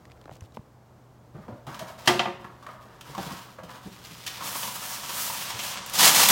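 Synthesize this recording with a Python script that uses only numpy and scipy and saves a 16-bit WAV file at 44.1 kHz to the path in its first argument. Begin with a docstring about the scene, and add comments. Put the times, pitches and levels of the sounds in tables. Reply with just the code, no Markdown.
"""A kitchen with hard walls that ring briefly. A phone is settled on the counter; someone steps up and
lifts a carton of baking parchment, which knocks against a metal pan and sets its modes ringing.
Fingers tap and rub the hollow carton as it is turned and opened. The sheet slides off the roll in
countless tiny slips, then its fibres snap along the toothed edge. A fridge hums throughout."""
import sys
import numpy as np
from scipy import signal
from scipy.fft import rfft, irfft
from scipy.io import wavfile
from scipy.ndimage import uniform_filter1d

SR = 44100
rng = np.random.default_rng(int(sys.argv[2]) if len(sys.argv) > 2 else 0)


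def persist_wave(psi):
    """Save psi, clipped to +-1, as 16-bit WAV."""
    counts = np.round(np.clip(psi, -1, 1) * 32767).astype(np.int16)
    wavfile.write(sys.argv[1], SR, np.atleast_2d(counts).T)


N = 278271
T = np.arange(N) / SR
AGE = T[:SR // 2]  # time since a blow


# tearing spectrum: f/Hz, gain/dB
RIP_SPECTRUM = [(60, -49), (120, -21), (200, -1.5), (270, -7), (390, -10), (560, -7), (950, 0.5),
                (1610, -5), (1910, -1), (2450, -4.5), (2900, 0), (7000, -2), (9500, -6), (16000, -8.5)]
# tugs along the teeth: t/s, length/s, level/dB
TUGS = [(5.85, 0.1, -42), (5.925, 0.015, -22.5), (5.97, 0.11, -13), (6.125, 0.11, -15.5),
        (6.235, 0.035, -24), (6.275, 0.05, -10.5)]
# single teeth punching through: t/s, level/dB
PUNCTURES = [(5.862, -32.5), (5.897, -32), (5.937, -28), (5.997, -26), (6.0546, -7), (6.1648, -21),
             (6.2873, -8)]

def ripping():
    """Fibres snap in bunches as the tear runs from tooth to tooth; taut sheet and carton radiate."""
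    surge_db = 1.36 * walk(220) + 0.5 * walk(99)
    fibres = slips(per_s=7700, spread_db=1) * undb(surge_db)
    sheet = unit(colour(fibres, RIP_SPECTRUM))
    walls = undb(-14.5) * unit(hollow(slips(per_s=3300, spread_db=2.5)))
    flutter = undb(-25.5) * unit(resonate(cut(fibres, 310, "low"), 229, 35))
    tension = strokes(TUGS, attack_s=0.038, release_s=0.062)[0]
    out = tension * (sheet + walls + flutter)
    for t, db in PUNCTURES:
        add(out, t, undb(db) * unit_hit(cut(burst(0.027), 1400, "high")))
    return kitchen(out, wet_db=-10.5)


# pace of the pull, as a treble gain: t/s, level/dB
PULL_PACE = [(4.38, -52), (4.416, -58), (4.44, -41.5), (4.646, -37), (4.732, -42), (4.752, -38.5),
             (4.78, -43.5), (4.9, -39), (5.042, -46.5), (5.218, -33), (5.414, -42), (5.432, -39.5),
             (5.542, -50), (5.668, -38.5), (5.734, -45), (5.85, -71)]
# sliding-paper spectrum: f/Hz, gain/dB
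SLIDE_SPECTRUM = [(150, -15.5), (420, -14), (900, -0.5), (2200, -1), (3000, 2.5), (4200, -0.5),
                  (6000, -1.5), (8000, -5.5), (10000, -13), (16000, -44)]
# free-sheet resonances: f/Hz, width/Hz, level/dB re hiss
SHEET_BANDS = [(1450, 810, -13), (3040, 1100, -13.5), (5600, 1700, -11)]

def unrolling():
    """The sheet slips over the carton's edge, brighter when faster; the turning roll rubs the walls."""
    mid_pace_db, hiss_follow = -35, 0.24
    growth_db_per_s = 4  # a longer sheet radiates more
    times, treble_db = np.transpose(PULL_PACE)
    start, end = times[0], times[-1]
    pace_db = np.interp(T, times, treble_db) - mid_pace_db
    drawn_s = np.clip(T, start, end) - start
    pull = stroke(start, end - start, attack_s=0.039, release_s=0.6) * undb(1.24 * walk(50))
    creases = undb(-10) * slips(per_s=110, spread_db=-0.5)
    friction = slips(per_s=18000, spread_db=2.5) + creases
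    hiss = unit(colour(friction, SLIDE_SPECTRUM))
    for hz, width_hz, db in SHEET_BANDS:
        bend_db = 4.5 * walk(16)
        hiss += undb(db + bend_db) * unit(resonate(slips(per_s=3000, spread_db=3), hz, width_hz))
    fine_slips = slips(per_s=20000, spread_db=-0.5)
    sheen = unit(cut(cut(fine_slips, 3800, "high"), 3800, "high"))
    roll = unit(hollow(slips(per_s=5200, spread_db=1.5))) * undb(1.1 * walk(23))
    out = undb(-40.5 + hiss_follow * pace_db + growth_db_per_s * drawn_s) * hiss
    out += undb(-31.5 + pace_db) * sheen + undb(-44) * roll
    return kitchen(pull * out, wet_db=-13)


# carton on pan, levels ahead of the low-pass: t/s, crack/dB, ring/dB, low-pass/Hz
KNOCKS = [(2.0747, -10.5, -21.5, 11800), (2.095, -7.5, -23, 710), (2.146, -36, -26.5, 485),
          (2.1935, -17.5, -30, 4800), (2.256, -24, -32, 1700), (2.274, -27, -35, 920)]
# pan modes: f/Hz, level/dB, free t60/s
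PAN_MODES = [(130.7, -12, 0.29), (193.5, -12, 0.25), (219.5, -9, 0.19), (353.4, -9, 0.32), (366, -6, 0.22),
             (547.6, -14, 0.56), (688, -19, 0.57), (709, 2, 0.13), (864, -22, 0.19), (925, -1, 0.18),
             (1010, -19, 0.26), (1190, -2.5, 0.21), (1490, -31.5, 0.28), (1982, -4.5, 0.16),
             (2160, -18.5, 0.24), (2700, -8, 0.14), (3140, 4, 0.054), (3200, 6, 0.014)]
# contact spectrum: f/Hz, gain/dB
CRACK_SPECTRUM = [(100, -20.5), (400, -5), (900, 5.5), (1500, 2), (3100, 3.5), (4500, -1.5), (6500, -5.5),
                  (9000, -11), (13000, -12.5), (16000, -7.5)]

def knocks():
    """The carton cracks against the pan and bounces; the pan chatters and rings, the roll clatters."""
    cracks, rings = np.zeros(N), np.zeros(N)
    carton_damping = fade(1.9)
    for t, crack_db, ring_db, contact_hz in KNOCKS:
        force = (burst(0.058) + undb(-10.5) * burst(0.2)) * rise(0.0055)  # cardboard yields
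        crack = unit_hit(colour(force, CRACK_SPECTRUM))
        clatter = undb(-8.5) * unit_hit(cut(cut(burst(0.139), 920, "low"), 97, "high"))
        ring = np.zeros(len(AGE))
        for hz, db, t60_s in PAN_MODES:
            chatter = burst(0.43 * t60_s)
            width_hz = np.log(1000) / (np.pi * t60_s)
            ring += undb(db) * unit_hit(resonate(chatter, hz, width_hz))
        add(cracks, t, undb(crack_db) * cut(crack, contact_hz, "low"))
        add(rings, t, undb(ring_db) * cut(ring * carton_damping + clatter, contact_hz, "low"))
    return kitchen(cracks, wet_db=-8) + kitchen(rings, wet_db=-16.5)


# taps and flicks on carton, lid and sheet: t/s, body/dB, panel f/Hz, snap/dB, t60/s
TAPS = [(1.482, -30, 570, -60, 0.11), (1.667, -28, 870, -43, 0.11), (1.744, -26, 955, -38, 0.044),
        (1.792, -42, 900, -32.5, 0.051), (2.444, -25.5, 1085, -52, 0.076),
        (2.625, -36.5, 1170, -50.5, 0.13), (2.665, -25.5, 1080, -43.5, 0.042),
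        (2.688, -28.5, 1210, -57, 0.071), (3.009, -42, 1340, -36, 0.05), (3.149, -24, 1010, -38, 0.047),
        (3.179, -21.5, 745, -35, 0.064), (3.307, -28, 1140, -47, 0.08), (3.585, -27.5, 590, -54, 0.14),
        (3.633, -33, 610, -44, 0.14), (4.048, -43, 567, -39, 0.063), (4.264, -37, 1630, -25.5, 0.083),
        (4.276, -33, 1160, -23.5, 0.04), (4.407, -24.5, 1070, -38, 0.15), (4.551, -20.5, 983, -32.5, 0.045),
        (4.629, -25, 960, -25.5, 0.11), (4.675, -25.5, 990, -30, 0.08), (5.091, -27, 1036, -31.5, 0.18),
        (5.299, -21.5, 918, -35, 0.017), (5.502, -27, 900, -28, 0.095), (5.59, -27, 950, -26.5, 0.23)]
# contact and rubbing spectrum: f/Hz, gain/dB
SCRAPE_SPECTRUM = [(1000, -8), (2000, 1), (3000, 4.5), (5200, 1.5), (7000, -2.5), (10000, -6.5),
                   (13000, -7.5), (16000, -6.5)]

def taps():
    """Each tap snaps at the surface, rings the lid's stiff edge and rattles the panel it meets."""
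    out = np.zeros(N)
    for t, body_db, hz, snap_db, t60_s in TAPS:
        panel = undb(-10) * unit_hit(resonate_twice(burst(t60_s), hz, 160))
        walls = undb(-12) * unit_hit(hollow(burst(t60_s)))
        force = burst(t60_s) * rise(0.0036)
        surface = undb(-5) * unit_hit(colour(force, SCRAPE_SPECTRUM))
        lid = undb(-16.5) * unit_hit(resonate(force, 3070, 600))
        add(out, t, undb(body_db) * (panel + walls) + undb(snap_db) * (surface + lid))
    return kitchen(out, wet_db=-3.5)


# two sleeve rustles, then fingers on cardboard: t/s, length/s, scrape/dB, body/dB
RUBS = [(1.33, 0.12, -68.5, -50.5), (1.48, 0.11, -71, -57), (1.665, 0.09, -52.5, -37.5),
        (1.785, 0.027, -46.5, -34), (1.865, 0.022, -44.5, -36.5), (1.97, 0.1, -49, -43),
        (2.04, 0.024, -38.5, -37), (2.39, 0.065, -61, -46.5), (2.5, 0.22, -67, -53),
        (2.66, 0.085, -61.5, -44.5), (2.79, 0.25, -64, -50), (3.04, 0.27, -50, -43),
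        (3.185, 0.14, -45.5, -36.5), (3.34, 0.085, -48.5, -43.5), (3.44, 0.089, -56, -50.5),
        (3.675, 0.082, -51, -39.5), (3.81, 0.21, -52, -49), (4.02, 0.24, -47.5, -49),
        (4.28, 0.32, -43.5, -41)]

def rustles_and_rubs():
    """A sleeve rustles as someone steps up, then fingers stroke the cardboard."""
    lifted_s = 2.9  # until then the carton drags on the pan, which hums one note
    scrape_gain, body_gain = strokes(RUBS, attack_s=0.021, release_s=0.03)
    scrape = unit(colour(slips(per_s=1600, spread_db=-3), SCRAPE_SPECTRUM)) * undb(2 * walk(45))
    rubbing = slips(per_s=2000, spread_db=2.5) * undb(0.5 * walk(30))
    walls = unit(hollow(rubbing)) + undb(-15.5) * unit(resonate_twice(rubbing, 1370, 483))
    drag = unit(resonate_twice(slips(per_s=540, spread_db=6.5), 630, 80)) * (T < lifted_s)
    body = undb(-6.5) * walls + undb(-10.5) * drag
    return kitchen(scrape_gain * scrape + body_gain * body, wet_db=-3)


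# carton resonances: f/Hz, half-width per stage/Hz, gain/dB
CARTON_MODES = [(181.4, 73, 2.5), (607, 86, 2), (733, 88, 6), (986, 72, 4.5), (1135, 250, 6.5),
                (1530, 350, -7)]

def hollow(force):
    """The carton's walls and cavity resonate under a force."""
    return sum(undb(db) * resonate_twice(force, hz, 2 * half_hz) for hz, half_hz, db in CARTON_MODES)


# footfalls and the roll shifting in its carton: t/s, level/dB, f/Hz
THUDS = [(1.346, -35, 146), (1.379, -38.5, 196), (1.484, -36.5, 218), (1.518, -35, 120),
         (1.672, -32.5, 138), (1.816, -40, 187), (3.086, -39, 141), (3.176, -27, 196), (3.261, -34, 165),
         (3.307, -33, 193), (3.632, -40.5, 175), (3.855, -32, 187), (4.107, -40.5, 168), (5.54, -39, 110)]

def thuds():
    """Soft, heavy contacts: one low swing with a dull rumble."""
    t60_s = 0.1
    out = np.zeros(N)
    for t, db, hz in THUDS:
        force = burst(t60_s) * rise(0.3)
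        rumble = undb(-6) * unit_hit(cut(cut(force, 360, "low"), 61, "high"))
        thump = undb(-4.5) * swing(hz, t60_s, rise_t60_s=0.058)
        add(out, t, undb(db) * (thump + rumble))
    return kitchen(out, wet_db=-12)


# fingers sliding on the case: t/s, length/s, hiss/dB, creak/dB
GRIPS = [(0.27, 0.05, -77, -51), (0.31, 0.06, -61.5, -63), (0.41, 0.051, -63.5, -63),
         (0.535, 0.036, -60, -62)]
# fingers ticking on the case: t/s, level/dB, f/Hz
CASE_TICKS = [(0.0532, -50.5, 1890), (0.0996, -57, 1730), (0.111, -57, 2000), (0.118, -49.5, 2600),
              (0.174, -64, 1800), (0.214, -54, 2900), (0.241, -59, 2000), (0.256, -53, 1540),
              (0.2773, -59, 1880), (0.312, -53, 1390), (0.3547, -53, 5450), (0.408, -44.5, 5900),
              (0.439, -58, 5000), (0.5218, -58, 4020)]
# phone on counter: t/s, swing/dB, f/Hz, t60/s, clack/dB
PHONE_BUMPS = [(0.257, -50, 305, 0.046, -41.5), (0.315, -41, 130, 0.044, -41.5),
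               (0.42, -35.5, 97, 0.081, -48.5), (0.571, -41, 220, 0.069, -31),
               (0.592, -36, 128, 0.027, -55)]

def phone():
    """Rubs, ticks and soft bumps reach the microphone through the case."""
    hiss_gain, creak_gain = strokes(GRIPS, attack_s=0.015, release_s=0.0067)
    hiss = unit(colour(slips(per_s=9000, spread_db=5), SCRAPE_SPECTRUM))
    creak = unit(cut(resonate(slips(per_s=890, spread_db=6.5), 580, 500), 1400, "low"))
    out = hiss_gain * hiss + creak_gain * creak
    for t, db, hz in CASE_TICKS:
        force = cut(burst(0.014), 770, "high")
        ring = undb(-2) * unit_hit(resonate(force, hz, 0.25 * hz))
        click = undb(-3) * unit_hit(cut(force, 3700, "low"))
        add(out, t, undb(db) * (ring + click))
    for t, swing_db, hz, t60_s, clack_db in PHONE_BUMPS:
        clack = unit_hit(resonate(cut(burst(0.0093), 1070, "low"), 800, 1000))
        add(out, t, undb(swing_db) * swing(hz, t60_s, rise_t60_s=0.017) + undb(clack_db) * clack)
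    return out


# kitchen air spectrum: f/Hz, gain/dB
AIR_SPECTRUM = [(25, -28), (50, 1.5), (130, 1.5), (200, -1), (300, -5), (600, -6.5), (1100, -10.5),
                (1700, -20), (2600, -26.5), (4500, -29), (7000, -30.5), (10000, -36.5), (16000, -35)]

def fridge():
    """Low moving air and the compressor's mains hum."""
    air_db, hum_db, hum_hz = -54, -58, 122
    air = unit(colour(rng.standard_normal(N), AIR_SPECTRUM)) * undb(0.8 * walk(5))
    hum = np.sqrt(2) * np.sin(2 * np.pi * hum_hz * T) * undb(0.54 * walk(2.76))
    return undb(air_db) * air + undb(hum_db) * hum


# room decay: f/Hz, t60/s
ROOM_DECAY = [(125, 0.98), (500, 0.76), (2000, 0.59), (6000, 0.44), (15000, 0.49)]

def kitchen(x, wet_db):
    """Direct sound plus dense reflections; the treble dies first."""
    hz, t60_s = np.transpose(ROOM_DECAY)
    f, t, cells = signal.stft(rng.standard_normal((2, len(AGE))), SR, nperseg=256)
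    band_t60_s = np.interp(np.log(f + 1), np.log(hz), t60_s)
    decay = np.exp(-np.log(1000) * t / band_t60_s[:, None])
    tails = signal.istft(cells * decay, SR)[1][:, :len(AGE)] * rise(0.018)
    tails /= np.linalg.norm(tails, axis=1, keepdims=True)
    here, there = signal.fftconvolve(x[None], tails, axes=1)[:, :N]
    turn = 2 * np.pi * 0.781 * T  # moving hands shift the echo pattern
    echo = np.cos(turn) * here + np.sin(turn) * there
    return (x + undb(wet_db) * echo) / np.sqrt(1 + undb(2 * wet_db))


def slips(per_s, spread_db):
    """Stick-slip friction: random clicks of either sign and uneven size, rms 1."""
    chance = rng.uniform(-1, 1, N) * SR / per_s
    at = np.flatnonzero(np.abs(chance) < 1)
    size_db = -spread_db * np.log(np.maximum(np.abs(chance[at]), 1 / 200))
    out = np.zeros(N)
    out[at] = np.sign(chance[at]) * undb(size_db)
    return unit(out)


def stroke(start_s, length_s, attack_s, release_s):
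    """One movement: builds, holds, dies away."""
    dying = np.clip((T - start_s - length_s) / release_s, 0, 40)
    return np.clip((T - start_s) / attack_s, 0, 1) * np.exp(-dying)


def strokes(table, attack_s, release_s):
    """One gain curve per dB column; overlapping strokes add in power."""
    rows = np.array(table)
    shapes = np.array([stroke(t, length_s, attack_s, release_s) for t, length_s in rows[:, :2]])
    return np.sqrt(undb(rows[:, 2:].T) ** 2 @ shapes ** 2)


def swing(hz, t60_s, rise_t60_s):
    """Damped sine with a soft onset."""
    return unit_hit(np.sin(2 * np.pi * hz * AGE) * fade(t60_s) * rise(rise_t60_s))


def burst(t60_s):
    """Decaying noise."""
    return rng.standard_normal(len(AGE)) * fade(t60_s)


def fade(t60_s):
    """Decay of 60 dB in t60_s."""
    return np.exp(-np.minimum(np.log(1000) * AGE / t60_s, 40))


def rise(t60_s):
    """Onset from 0 towards 1."""
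    return 1 - fade(t60_s)


def walk(per_s):
    """Random drift, spread near 1."""
    knots = rng.standard_normal(4096)
    return np.interp(T * per_s, np.arange(len(knots)), knots)


def colour(x, spectrum):
    """Minimum-phase filter through (f/Hz, gain/dB) points."""
    size = 4096
    hz, db = np.transpose(spectrum)
    bins_hz = np.arange(size // 2 + 1) * SR / size
    log_gain = np.log(undb(np.interp(np.log(bins_hz + 1), np.log(hz), db)))
    cepstrum = irfft(log_gain) * (1 + np.sign(size / 2 - np.arange(size)))
    cepstrum[0] /= 2
    impulse = irfft(np.exp(rfft(cepstrum)))
    return signal.fftconvolve(x, impulse)[:len(x)]


def resonate(x, hz, width_hz):
    """One resonance, gain 1 at its centre."""
    return signal.lfilter(*signal.iirpeak(hz, hz / width_hz, fs=SR), x)


def resonate_twice(x, hz, width_hz):
    """Two equal resonances in series."""
    return resonate(resonate(x, hz, width_hz), hz, width_hz)


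def cut(x, hz, kind):
    """Second-order low-pass or high-pass."""
    return signal.sosfilt(signal.butter(2, hz, kind, fs=SR, output="sos"), x)


def undb(db):
    """Decibels to gain."""
    return np.exp(np.asarray(db) * (np.log(10) / 20))


def unit(x):
    """Scale to rms 1."""
    return x / np.sqrt(np.mean(x ** 2))


def unit_hit(x):
    """Scale the loudest 3 ms to rms 1."""
    return x / np.sqrt(uniform_filter1d(x ** 2, size=132).max())


def add(out, start_s, x):
    """Mix x into out from start_s on."""
    i = int(start_s * SR)
    out[i:i + len(x)] += x[:N - i]


def scene():
    """All sources at one microphone, alike in both channels."""
    mono = phone() + thuds() + taps() + knocks() + rustles_and_rubs() + unrolling() + ripping() + fridge()
    return np.array([mono, mono])


def record(dry):
    """The phone thins the deepest bass, rounds the peaks and cuts the top treble."""
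    bass_hz, drive, top_hz = 40, 1.15, 16200
    rounded = np.tanh(drive * cut(dry, bass_hz, "high")) / drive
    return signal.sosfilt(signal.ellip(10, 0.2, 80, top_hz, fs=SR, output="sos"), rounded)


dry = scene()
out = record(dry)
persist_wave(out)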